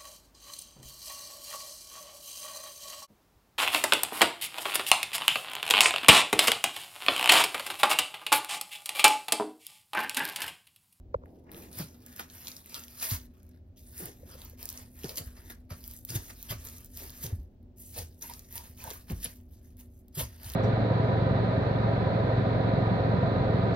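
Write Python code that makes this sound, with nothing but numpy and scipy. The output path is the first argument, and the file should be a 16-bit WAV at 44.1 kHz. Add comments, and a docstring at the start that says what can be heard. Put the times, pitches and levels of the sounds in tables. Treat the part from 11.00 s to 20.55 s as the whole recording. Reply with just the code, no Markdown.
"""A fan hums in a small room, and almost at once fingers bump the hand-held microphone.
Then a steel point is pushed, twisted and pulled out of foam insulation board lying on a couch.
Foam cells break in dense crunches, single beads snap, and the steel sticks and slips in squeaks.
The light panel groans under the point, and thumps as the point goes in or a hand lands.
Clothes rustle, a palm swishes over the foam, and the microphone gets a few softer touches."""
import sys
import numpy as np
from scipy import signal
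from scipy.fft import rfft, irfft
from scipy.io import wavfile

SR = 44100
rng = np.random.default_rng(int(sys.argv[2]) if len(sys.argv) > 2 else 0)


def log_audio(samples):
    """Write samples as a 16-bit WAV file to the path given in sys.argv[1]."""
    # one column per channel
    frames = np.atleast_2d(samples).T
    # limit to full scale, then quantise
    limited = np.clip(frames, -1, 1)
    pcm = np.round(limited * 32767).astype(np.int16)
    wavfile.write(sys.argv[1], SR, pcm)


N = 421155
TIME = np.arange(N) / SR
BIN_HZ = np.maximum(np.arange(N // 2 + 1) * SR / N, 1)

# Levels in the tables are relative: the functions scale them further.
# the fan's tones: (pitch [Hz], level [dB], wavering rate [Hz])
FAN_TONES = [(76.9, -59.5, 16), (246, -62.5, 5), (372.8, -73.5, 2)]
# tone colour of the room's background noise: (frequency [Hz], level [dB])
AIR_COLOUR = [(25, -7), (45, 7), (60, 4.5), (80, 9), (145, -11.5), (250, -11.5), (400, -25), (600, -25),
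              (1000, -43.5), (2000, -48.5), (5000, -55), (10000, -68.5), (16000, -54)]
# how far the deep rumble in that noise is turned down: (time [s], level [dB])
RUMBLE_LEVEL = [(0, -1), (0.25, -8), (0.35, -32), (1.2, -46), (1.95, -50), (2.15, -9), (4.5, -4.5),
                (7.0, -5), (9.55, -7)]
# how loudly the clothes rustle: (time [s], level [dB])
RUSTLE_LEVEL = [(0, -69), (0.2, -58), (0.3, -53.5), (0.42, -58), (0.55, -49), (0.7, -54), (1.0, -62),
                (1.5, -69), (2.6, -85), (3.1, -65), (3.3, -57), (3.55, -69), (3.9, -69), (6.6, -67.5),
                (9.55, -75.5)]
# tone colour of the cloth: (frequency [Hz], level [dB])
CLOTH_COLOUR = [(120, 14.5), (250, 21), (600, 9.5), (900, 1), (1500, -35), (4000, -30), (16000, -43)]
# fingers bump the microphone: (time [s], level [dB], tilt towards the higher tones [dB per octave])
MIC_BUMPS = [(0.1425, -14.5, 0), (0.2170, -52, -2), (0.224, -52, 1), (0.2350, -41.5, 2), (3.2100, -65, -20),
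             (3.229, -39, -18), (3.3500, -39.5, -7), (3.531, -46, -25)]
# tones of the microphone's case: (pitch [Hz], level [dB], half the swell time [s], right's lead [rad])
CASE_TONES = [(526, -4.5, 0.0025, 1.15), (1007, -9, 0.0015, 2.2), (1286, -12, 0.0011, 2.62),
              (2170, -26.5, 0.00062, 2.5), (4550, -31.5, 0.00014, 2.4)]
# the panel flexes: (time [s], level [dB], first pitch [Hz], time to fade 60 dB [s], pitch fall time [s])
PANEL_THUMPS = [(0.154, -27, 80, 0.042, .055), (0.771, -40.5, 127, 0.15, 0.37),
                (0.798, -29.5, 167, 0.18, 0.24), (2.117, -23, 139, 0.13, 0.025),
                (2.136, -44, 170, 0.14, 0.25), (2.131, -34, 73.5, 0.42, 0.1),
                (3.021, -38.5, 191, 0.21, 0.087), (4.041, -31, 396, 0.088, 0.38),
                (4.042, -31.5, 205, 0.12, 0.029), (4.204, -36, 130, 0.16, 0.027),
                (4.262, -34, 66, 0.13, 0.073), (4.711, -32.5, 128, 0.22, 0.043),
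                (5.1, -34.5, 137, 0.22, 0.14), (5.154, -23.5, 120.7, 0.13, 0.048),
                (5.505, -29, 164, 0.11, 0.051), (5.526, -34.5, 146, 0.086, 0.033),
                (5.55, -41.5, 131, 0.55, 0.068), (6.239, -36.5, 135.4, 0.48, 0.1),
                (6.324, -22, 100.2, 0.12, 0.079), (6.38, -32.5, 68.8, 0.28, 0.14),
                (6.984, -37.5, 116.6, 0.44, 0.073), (7.831, -42, 84, 0.11, .055),
                (7.875, -38, 120, 0.058, 0.016), (8.101, -31, 243, 0.66, 0.026),
                (8.117, -29, 65, 0.3, 0.074), (8.251, -42, 190, 0.12, 0.084),
                (9.17, -31, 148.3, 0.41, 0.146), (9.216, -32, 77.5, 0.19, 0.041),
                (9.454, -36.5, 96, 0.46, 0.056)]
# the range of the panel's crowded higher tones: (lowest [Hz], highest [Hz])
SHUDDER_RANGE = [94, 231]
# A crunch has three zones: low (below about 2 kHz), middle (2-6 kHz) and treble.
# the point twists or drags: (start [s], length [s], treble level [dB], middle against treble [dB])
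POINT_SCRAPES = [(0.234, 0.17, -77.5, -2.5), (0.443, 0.092, -83.5, 11), (0.495, 0.15, -54, -3.5),
                 (0.695, 0.12, -50.5, -4), (0.867, 0.37, -65.5, -2.5), (1.023, 0.22, -58.5, -2.5),
                 (1.28, 0.3, -52.5, -4.5), (1.639, 0.19, -52, -4.5), (1.871, 0.058, -55, -5.5),
                 (2.212, 0.34, -76, 0), (2.786, 0.11, -58, -10.5), (3.082, 0.25, -67, -4.5),
                 (3.25, 0.21, -54, -3), (3.563, 0.23, -50.5, -3.5), (3.856, 0.19, -62, -24),
                 (3.938, 0.34, -55, -3), (4.332, 0.17, -60.5, -1), (4.703, 0.23, -56, -4.5),
                 (4.815, 0.15, -53, -18), (5.161, 0.15, -52.5, -4.5), (5.348, 0.13, -52, -6),
                 (5.553, 0.23, -52, -4.5), (5.787, 0.065, -59, -9), (5.973, 0.32, -52.5, -4.5),
                 (6.757, 0.23, -50.5, -13), (7.056, 0.092, -65.5, -7.5), (7.228, 0.089, -47.5, -4.5),
                 (7.311, 0.11, -59, -6.5), (7.541, 0.14, -54.5, -3), (7.755, 0.2, -49.5, -4.5),
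                 (8.127, 0.18, -53, -5), (8.475, 0.11, -66, -6), (8.608, 0.064, -68, -4.5),
                 (8.892, 0.088, -69, -16), (9.223, 0.51, -60.5, -2), (9.395, 0.19, -49.5, -2.5)]
# tone colour of breaking foam: (frequency [Hz], level [dB])
FOAM_COLOUR = [(110, 0), (330, -5), (550, -2.5), (780, -4.5), (1050, -1.2), (1700, -1.5), (2600, -2.4),
               (3700, -2.4), (5000, -.2), (6100, .8), (7000, -1.2), (8200, -2.6), (10000, 2.5), (12000, 3),
               (14500, 2.5), (16000, .3)]
# single beads snap: (time [s], treble level [dB], body level [dB], body pitch [Hz])
BEAD_SNAPS = [(0.2584, -68, -59.5, 1600), (0.5169, -42, -55, 4320), (0.5462, -62, -50, 3060),
              (0.7294, -50, -50.5, 5060), (0.7836, -43, -55, 3370), (0.7885, -29.5, -54, 5100),
              (1.0635, -41, -59, 4330), (1.163, -39.5, -57, 4200), (1.1959, -38, -39.5, 2800),
              (1.3007, -58, -49.5, 5100), (1.4714, -49.5, -36, 4650), (1.4823, -34, -38, 5000),
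              (1.5175, -52.5, -43.5, 5230), (1.5666, -47, -43, 5600), (1.6603, -44, -56, 2750),
              (1.7444, -36.5, -36.5, 4730), (1.7515, -54.0, -44, 4500), (1.7951, -52, -44, 5600),
              (1.8379, -62.5, -44, 4800), (1.8822, -45, -48.5, 4500), (2.1998, -59, -56, 3700),
              (2.4315, -56.5, -80, 2600), (2.492, -55, -76, 3900), (2.9795, -42.5, -46, 5500),
              (3.0575, -33, -57, 3860), (3.4181, -43, -46, 4850), (3.4499, -40, -61, 4470),
              (3.4982, -43, -66, 3330), (3.6292, -33.5, -44, 6300), (3.6397, -44.0, -55, 5700),
              (3.6557, -32, -46, 5900), (3.6902, -33, -40.5, 4900), (3.7018, -32, -61.0, 4300),
              (3.7275, -41, -53, 4800), (3.7756, -46.5, -40.5, 5000), (4.0348, -45, -43.5, 3200),
              (4.044, -56.0, -39.5, 4100), (4.0838, -45, -53, 5500), (4.0938, -44.5, -37.5, 3840),
              (4.1584, -39, -45, 5600), (4.1729, -38, -36, 5800), (4.1826, -38.5, -38, 5140),
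              (4.5, -55, -51, 2300), (4.8407, -41, -46.5, 4000), (4.878, -34, -57.5, 6000),
              (4.9119, -39, -53, 4700), (4.9376, -39.5, -57, 4800), (4.944, -51, -75, 2260),
              (4.9655, -44.0, -72, 4850), (4.9743, -46, -69.5, 4300), (4.9892, -41.5, -71.0, 4600),
              (5.0503, -32.0, -53, 5600), (5.0911, -49, -48, 3700), (5.1045, -32, -52, 4700),
              (5.2641, -49, -63, 4700), (5.2755, -48, -65, 4800), (5.3076, -50, -50, 4700),
              (5.428, -34.5, -50, 5700), (5.651, -38, -55.0, 4400), (5.6721, -53, -41, 6100),
              (5.687, -43, -45, 5400), (5.6985, -39, -54, 4400), (5.7832, -49, -51, 6000),
              (5.8467, -43.5, -64, 5500), (5.8598, -46, -65.5, 5800), (5.8633, -50.0, -63, 5300),
              (5.9733, -36, -47, 5700), (6.0297, -48, -64, 3040), (6.0765, -47.5, -52, 3700),
              (6.0961, -51.5, -46.5, 4400), (6.1043, -42, -49, 5400), (6.2359, -45.0, -45, 5400),
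              (6.2654, -38, -39, 4070), (6.6292, -69, -84, 3760), (6.9871, -44, -45.5, 5740),
              (7.2118, -43, -59, 4470), (7.225, -42, -51, 5700), (7.299, -38, -49.5, 2820),
              (7.3375, -45, -42.5, 5640), (7.3938, -42, -46.5, 5800), (7.5263, -39, -67, 3880),
              (7.5563, -34, -49.5, 4600), (7.5793, -36.5, -40, 4300), (7.8402, -36, -50.5, 4100),
              (7.8688, -43, -58, 1600), (7.9044, -39, -43, 4630), (7.9105, -49, -39.5, 4900),
              (8.0997, -58, -44.5, 2480), (8.1201, -41, -59, 3600), (8.2481, -35, -46.5, 5700),
              (8.2584, -47, -39, 2750), (8.7698, -57, -71.5, 4100), (9.083, -55, -73, 4400),
              (9.4327, -41, -56, 4450), (9.4452, -56, -48, 4960), (9.461, -50, -64, 3700),
              (9.4933, -40, -49, 5900), (9.5006, -36, -46, 4600), (9.52, -43.0, -59, 4800),
              (9.5369, -36.5, -42, 3770)]
# the panel groans under the point: (start [s], length [s], pitch [Hz], level [dB])
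PANEL_GROANS = [(0.48, 0.072, 980, -72), (0.785, 0.037, 487, -52), (1.193, 0.018, 940, -48),
                (1.194, 0.01, 654, -54), (2.996, 0.094, 368, -51.5), (4.048, 0.094, 464, -52.5),
                (4.172, 0.057, 384, -51), (5.103, 0.11, 328, -53), (5.519, 0.013, 550, -43.5),
                (5.511, 0.018, 1150, -46), (6.001, 0.065, 330, -55), (6.232, 0.058, 360, -52.5),
                (6.302, 0.029, 416, -55.5), (6.962, 0.059, 453, -49), (7.851, 0.062, 586, -51.5),
                (7.909, 0.0092, 480, -45), (8.103, 0.03, 322, -46.5), (9.169, 0.046, 288, -47),
                (9.205, 0.011, 540, -45)]
# the shaft squeaks in its hole: (start [s], length [s], pitch [Hz], glide [octaves], level [dB])
SHAFT_SQUEAKS = [(0.566, 0.068, 810, 0.11, -62), (5.101, 0.0078, 5430, 0, -44.5),
                 (5.491, 0.03, 3160, 0, -46.5), (4.18, .007, 4470, 0, -39), (7.221, 0.0075, 5840, 0, -40.5),
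                 (7.902, .009, 4760, 0.098, -50), (7.24, 0.021, 916, 0, -55),
                 (7.295, 0.014, 927, 0.021, -49.5), (7.311, .008, 934, 0.056, -49),
                 (7.323, 0.016, 1670, 0.089, -63), (7.554, 0.096, 940, 0, -56.5),
                 (7.801, 0.013, 2120, .45, -56.5), (7.840, 0.0085, 1570, 0.0096, -51),
                 (7.842, 0.013, 900, 0, -50), (7.872, 0.014, 900, 0, -46.5), (7.895, 0.0068, 1140, 0, -59),
                 (7.898, 0.0051, 1840, 0.068, -64), (7.901, 0.017, 1113, 0.096, -53),
                 (7.957, 0.017, 1150, 0, -57), (8.242, 0.0073, 10800, 0.034, -30),
                 (9.148, 0.011, 8100, 0.58, -48)]
# the point is pushed until the foam gives way: (time it gives [s], treble level [dB],
# middle against treble [dB], low against treble [dB], build-up time [s], fade time [s])
POINT_PUSHES = [(0.801, -41, 0.5, -3, 0.032, 0.032), (1.194, -47.5, -9, 15, 0.0016, 0.0049),
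                (1.206, -45.5, 1.5, 1, 0.029, 0.021), (1.487, -47, -2.5, -6.5, 0.088, 0.043),
                (1.757, -45.5, 2.5, -2.5, 0.03, 0.04), (2.777, -54.5, -1.5, -26, 0.0059, 0.023),
                (3.005, -40.5, -23, -12.5, 0.045, 0.044), (3.061, -45.5, -3.5, -6.5, 0.076, 0.041),
                (4.046, -46.5, -1, -3, 0.013, 0.024), (4.095, -45, 2, -23, 0.013, 0.024),
                (4.177, -32.5, -8.5, -14.5, 0.01, 0.02), (4.37, -68, 13, 14, 0.0049, 0.013),
                (4.5, -46, 1, 4, 0.0025, 0.013), (4.512, -58.5, 1, -6, 0.01, 0.021),
                (4.707, -52, 4, 6, 0.0056, 0.03), (5.099, -40, -5, -10, 0.014, 0.069),
                (5.159, -32.5, -3.5, -8, 0.022, 0.013), (5.305, -46, -5, 2, 0.0096, 0.0076),
                (5.507, -35, -3, -2, 0.012, 0.023), (5.523, -46.5, -2.5, -8, 0.005, 0.0078),
                (5.654, -48, -9, -2, 0.016, 0.038), (6.004, -40, -6, -12.5, 0.043, 0.048),
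                (6.238, -33, -7, -16, 0.012, 0.02), (6.26, -39.5, -8, -13, 0.009, 0.018),
                (6.876, -52.5, -31, -37, 0.03, 0.039), (6.987, -38, -1, -9, 0.029, 0.029),
                (7.192, -54, -20, -22, 0.0074, 0.0067), (7.227, -39.5, -8, -10, 0.01, 0.027),
                (7.57, -41.5, -7, -9, 0.047, 0.028), (7.901, -49, -2, 1, 0.048, 0.039),
                (8.104, -48.5, 3.5, 5, 0.014, 0.022), (8.235, -37, -1, -15, 0.012, 0.0083),
                (8.248, -35, 2, -11.5, 0.0073, 0.014), (8.257, -48, 13, 13.5, 0.0014, 0.0021),
                (8.797, -50.5, -6.5, -9, 0.013, 0.027), (9.152, -45, -2, -10, 0.003, 0.03),
                (9.2, -29.5, -3, -6, 0.019, 0.022), (9.214, -36, -19, -27, 0.0034, 0.0034)]
# the palm slides over the panel and comes to rest: (time [s], level [dB])
PALM_LEVEL = [(1.92, -65), (1.965, -51.5), (1.99, -46), (2.015, -39.5), (2.025, -32.5), (2.05, -32),
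              (2.085, -38), (2.12, -31.5), (2.15, -36), (2.2, -57.5), (2.27, -62.5)]
# how far out of step the microphone's two openings are: (frequency [Hz], left's lead [rad])
STEREO_PHASE = [(100, 0), (690, .8), (1100, 2.15), (1600, 1.9), (1950, -1.5), (3400, -1), (4800, -1.2),
                (6200, -2), (7200, -2.95), (8600, -3.3), (9400, -4), (11700, -6), (13300, -6.4),
                (16000, -8.3)]


def from_db(db):
    """Turn decibels into a number to multiply by."""
    return 10 ** (np.asarray(db) / 20)


def unit_power(x):
    """Scale a signal so that its average power is 1."""
    return x / np.sqrt(np.mean(x ** 2) + 1e-20)


def gain_over_time(curve):
    """Turn (time, level) points into a gain for every sample."""
    return from_db(np.interp(TIME, *np.transpose(curve)))


def gain_at_hz(colour, hz):
    """Look up the gain of a tone colour at the given frequencies."""
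    points_hz, db = np.transpose(colour)
    return from_db(np.interp(np.log(hz), np.log(points_hz), db))


def filtered(x, kind, hz, order=2):
    """Keep the lows, the highs or one band of a signal."""
    return signal.sosfilt(signal.butter(order, hz, kind, fs=SR, output="sos"), x)


def drift(rate_hz):
    """A smooth random wobble, about 1 in size, mostly slower than rate_hz."""
    steps = np.arange(N // 32 + 2)
    hz = np.arange(len(steps) // 2 + 1) * SR / N
    slow = irfft(rfft(rng.standard_normal(len(steps))) / (1 + (hz / rate_hz) ** 2), len(steps))
    return np.interp(np.arange(N) / 32, steps, unit_power(slow))


def stereo_noise(colour, apart_hz):
    """Noise with a tone colour, alike in left and right below apart_hz."""
    mid, side = rfft(rng.standard_normal((2, N))) * gain_at_hz(colour, BIN_HZ)
    side = side * BIN_HZ / np.hypot(BIN_HZ, apart_hz)
    return unit_power(irfft(np.array([mid + side, mid - side]), N))


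def fan(throb=0.35):
    """The fan's hum wavers over low room noise, and a deep rumble fades and swells."""
    hum = np.zeros(N)
    for hz, db, waver_hz in FAN_TONES:
        tone = np.sin(2 * np.pi * hz * TIME + drift(waver_hz))
        hum += from_db(db) * unit_power(tone * (1 + throb * drift(waver_hz)))
    air = from_db(-48) * stereo_noise(AIR_COLOUR, apart_hz=820)
    rumble = irfft(rfft(air) / (1 + (BIN_HZ / 130) ** 4), N)  # the part below 130 Hz
    return hum + (air - rumble) + gain_over_time(RUMBLE_LEVEL) * rumble


def clothes():
    """Clothes rustle: a soft, dull noise that comes and goes."""
    return gain_over_time(RUSTLE_LEVEL) * stereo_noise(CLOTH_COLOUR, apart_hz=1150)


def microphone_bumps():
    """A soft touch makes the case ring very briefly, rocking its two openings out of step."""
    out, t = np.zeros((2, N)), TIME[:SR // 20]
    for s, db, tilt in MIC_BUMPS:
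        start = round(s * SR)
        for hz, tone_db, half_swell_s, lead in CASE_TONES:
            gain = from_db(db + tone_db + tilt * np.log2(hz / CASE_TONES[0][0]))
            age = t / (2 * half_swell_s)
            swell = age ** 2 * np.exp(1 - age ** 2)
            tone = np.sin(2 * np.pi * hz * t + np.array([[0], [lead]]))
            out[:, start:start + len(t)] += gain * swell * tone
    return out


def panel_thumps(lowest_hz=50, rise_cycles=0.6, overtone=1.823, overtone_db=-13.5, shudder_db=-19.5):
    """Short bending waves outrun long ones, so each thump sinks in pitch while the panel shudders."""
    out, t = np.zeros(N + SR), TIME[:SR // 2]
    uneven = 1 + 0.15 * drift(46)
    shudder = from_db(shudder_db) * unit_power(filtered(rng.standard_normal(N + SR), "band", SHUDDER_RANGE))
    for s, db, first_hz, fade_s, fall_s in PANEL_THUMPS:
        span = slice(round(s * SR), round(s * SR) + len(t))
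        hz = lowest_hz + (first_hz - lowest_hz) * np.exp(-t / fall_s)
        phase = 2 * np.pi * np.cumsum(hz * np.interp(s + t, TIME, uneven)) / SR
        rise_s = rise_cycles / first_hz
        swell = np.minimum(t / rise_s, 1) * from_db(-60 * np.maximum(t - rise_s, 0) / fade_s)
        wave = np.sin(phase) + from_db(overtone_db) * swell * np.sin(overtone * phase)
        out[span] += from_db(db) * swell * (wave + shudder[span])
    return out[:N]


def zone_powers(treble_db, middle_db, low_db):
    """Power of a crunch's low, middle and treble zones; the first two are set against the treble."""
    return from_db([[treble_db + low_db], [treble_db + middle_db], [treble_db]]) ** 2


def zone_gains(hz):
    """How strongly each of the three zones feeds one frequency of the foam's sound."""
    place = np.interp(np.log(hz), np.log([1600, 3000, 4700, 7400]), [0, 1, 1, 2])
    share = np.maximum(1 - abs(place - np.arange(3)), 0)
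    widths_hz = np.array([1400, 4000, 10000])
    return share * np.sqrt(SR / 2 / widths_hz) * gain_at_hz(FOAM_COLOUR, hz)


def scrape_power(grip_s=0.05, relax_s=0.053):
    """Crunch power in each zone as the point grips, grinds on evenly and is let go."""
    power = np.zeros((3, N))
    for s, length, db, middle_db in POINT_SCRAPES:
        near = (TIME > s) & (TIME < s + length + .5)
        t = TIME[near] - s
        pressure = np.minimum(t / grip_s, 1) * np.exp(-np.maximum(t - length, 0) / relax_s)
        low_db = 2.34 * middle_db + 3.5  # in a deep scrape the lows grow faster than the middle
        power[:, near] += zone_powers(db, middle_db, low_db) * pressure ** 2
    return power


def crunch(power, breaks_per_s, crowding, size_db, crumble_s, patchy_db, level_db):
    """Cells break at random over a smooth rub; with crowding, a harder push breaks more of them."""
    zones = np.sqrt(power + 1e-12)
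    rate = breaks_per_s * (zones[2] / np.median(zones[2])) ** crowding
    sizes = unit_power(from_db(size_db * np.minimum(rng.exponential(1, N), 4.5)))
    break_energy = (rng.random(N) < rate / SR) * sizes ** 2 * SR / rate
    decay = np.exp(-1 / (crumble_s * SR))  # each break sets off a dying run of smaller ones
    crumb_energy = 0.68 * signal.lfilter([1 - decay], [1, -decay], break_energy + 1e-18)
    rub_energy = 0.25
    force = np.sqrt(break_energy + crumb_energy + rub_energy) * from_db(level_db)
    out = np.zeros(N)
    edges_hz = np.geomspace(110, 17500, 23)  # bands a third of an octave wide
    for low, high in zip(edges_hz, edges_hz[1:]):
        colour = zone_gains(np.sqrt(low * high)) @ zones
        patchiness = from_db(patchy_db * drift(16))  # the colour shifts as the point turns
        out += filtered(force * colour * patchiness * rng.standard_normal(N), "band", [low, high])
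    return out


def bead_snaps(beads, crack_s=0.00022, crumble_s=0.0022, crumble_db=-29, level_db=1.1):
    """A bead gives way in one sharp crack, pitched by its size, and its neighbours crumble after it."""
    out, t = np.zeros(N + SR), TIME[:SR // 25]
    fade = np.exp(-t / crack_s) + from_db(crumble_db) * np.exp(-t / crumble_s)
    for s, treble_db, body_db, hz in beads:
        start = round((s - crack_s) * SR)
        for kind, edges_hz, db in (("high", 9500, treble_db), ("band", [hz / 1.37, hz * 1.37], body_db)):
            crack = filtered(fade * rng.standard_normal(len(t)), kind, edges_hz)
            crack /= np.std(crack[:SR // 500])  # the first 2 ms set the level
            out[start:start + len(t)] += from_db(db + level_db) * crack
    return out[:N]


def small_beads(level_db=-7.5, spread_db=3.5, body_db=-7.5, centre_hz=4180):
    """Every scrape pops four lesser beads at random moments: more rows like those of BEAD_SNAPS."""
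    beads = []
    for s, length, db, middle_db in POINT_SCRAPES:
        for when, treble, body, pitch in rng.uniform(-1, 1, (4, 4)):
            beads.append((s + length * (1 + when) / 2,
                          db + level_db + spread_db * treble,
                          db + middle_db + body_db + spread_db * body,
                          centre_hz * 2 ** (pitch / 2)))
    return beads


def panel_groans(slips_per_s=1800, rise_s=0.0016, width_hz=164):
    """Quick, uneven slips make the panel ring at one broad, low pitch, then fade."""
    out = np.zeros(N)
    decay = np.exp(-np.pi * width_hz / SR)
    for s, length, hz, db in PANEL_GROANS:
        t = TIME[:int(2 * length * SR)]
        swell = np.minimum(t / rise_s, 1) * np.exp(-(t / length) ** 4)
        slips = (rng.random(len(t)) < slips_per_s / SR) * rng.standard_normal(len(t))
        feedback = [1, -2 * decay * np.cos(2 * np.pi * hz / SR), decay ** 2]
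        ring = signal.lfilter([1, 0, -1], feedback, slips * swell)
        start = round(s * SR)
        out[start:start + len(t)] += from_db(db) * unit_power(ring) / np.sqrt(2)
    return out


def shaft_squeaks(rise_s=0.00064, jitter=0.058, rough_db=4.5, octave_db=-22):
    """Steel sticks and slips on foam at an unsteady rate: short, rough chirps with a weak octave."""
    out = np.zeros(N)
    unsteady = 1 + jitter * drift(300)
    grip = from_db(rough_db * drift(180))
    for s, length, hz, glide, db in SHAFT_SQUEAKS:
        t = TIME[:int(2 * length * SR)]
        span = slice(round(s * SR), round(s * SR) + len(t))
        phase = 2 * np.pi * np.cumsum(hz * 2 ** (glide * t / length) * unsteady[span]) / SR
        octave_fits = 2 * hz < 15850  # leave the octave out when it is too high
        wave = np.sin(phase) + from_db(octave_db) * octave_fits * np.sin(2 * phase)
        swell = np.minimum(t / rise_s, 1) * np.exp(-(t / length) ** 4)
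        out[span] += from_db(db) * unit_power(swell * grip[span] * wave) / np.sqrt(2)
    return out


def push_power(steepness=9.6):
    """Crunch power in each zone: it grows with the load, then collapses as the foam gives way."""
    power = np.zeros((3, N))
    for s, db, middle_db, low_db, build_s, fade_s in POINT_PUSHES:
        near = abs(TIME - s) < .5
        t = TIME[near] - s
        load = np.clip(1 + t / (steepness * build_s), 0, 1) ** steepness
        collapse = np.exp(-np.maximum(t, 0) / fade_s)
        power[:, near] += zone_powers(db, middle_db, low_db) * (load * collapse) ** 2
    return power


def palm_swish():
    """Skin slides on foam: a crunch so fine and even that it sounds like a swish."""
    touching = (TIME > PALM_LEVEL[0][0]) & (TIME < PALM_LEVEL[-1][0])
    power = zone_powers(0, middle_db=-4.5, low_db=-8) * gain_over_time(PALM_LEVEL) ** 2 * touching
    swish = crunch(power, breaks_per_s=3000, crowding=0, size_db=2.5,
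                   crumble_s=0.001, patchy_db=2.3, level_db=-7)
    return filtered(swish, "high", hz=660)


def room(sound, early_s=0.0034, early_db=-7, ring_s=0.17, ring_db=-12.5):
    """Sound reaches left and right out of step; panel and arms scatter it, then the room rings briefly."""
    shift = np.exp(.5j * np.interp(BIN_HZ, *np.transpose(STEREO_PHASE)))
    out = irfft(rfft(sound) * np.array([shift, 1 / shift]), N)
    t = TIME[:SR // 3]
    poses = np.array([drift(3.24) for _ in range(6)])  # echoes change as hands and microphone move
    for weight in poses / np.linalg.norm(poses, axis=0):
        early, late = rng.standard_normal((2, 2, len(t)))
        early = early * np.exp(-t / early_s) * (t > .0005)
        late = filtered(late, "low", hz=7400, order=1) * from_db(-60 * t / ring_s) * (t > .006)
        echoes = from_db(early_db) * unit_power(early) + from_db(ring_db) * unit_power(late)
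        out += signal.oaconvolve((weight * sound)[None], echoes / np.sqrt(len(t)), axes=1)[:, :N]
    return out


def scene():
    """Mix the foam and panel in the room with the microphone bumps, the clothes and the fan."""
    foam = crunch(push_power() + scrape_power(), breaks_per_s=1000, crowding=0.7, size_db=2,
                  crumble_s=0.0039, patchy_db=2.5, level_db=-7.5)
    foam += palm_swish()
    foam += bead_snaps(list(BEAD_SNAPS) + small_beads())
    foam += panel_groans() + shaft_squeaks()
    thumps = panel_thumps()
    scattered = 0.061  # the share of each thump that echoes like the crunch
    board = room(foam + scattered * thumps) + (1 - scattered) * thumps
    return board + microphone_bumps() + clothes() + fan()


def record(dry):
    """Cut away the very highest treble, steeply, above 15850 Hz."""
    return signal.sosfilt(signal.ellip(10, .2, 70, 15850, fs=SR, output="sos"), dry)


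dry = scene()
out = record(dry)
log_audio(out)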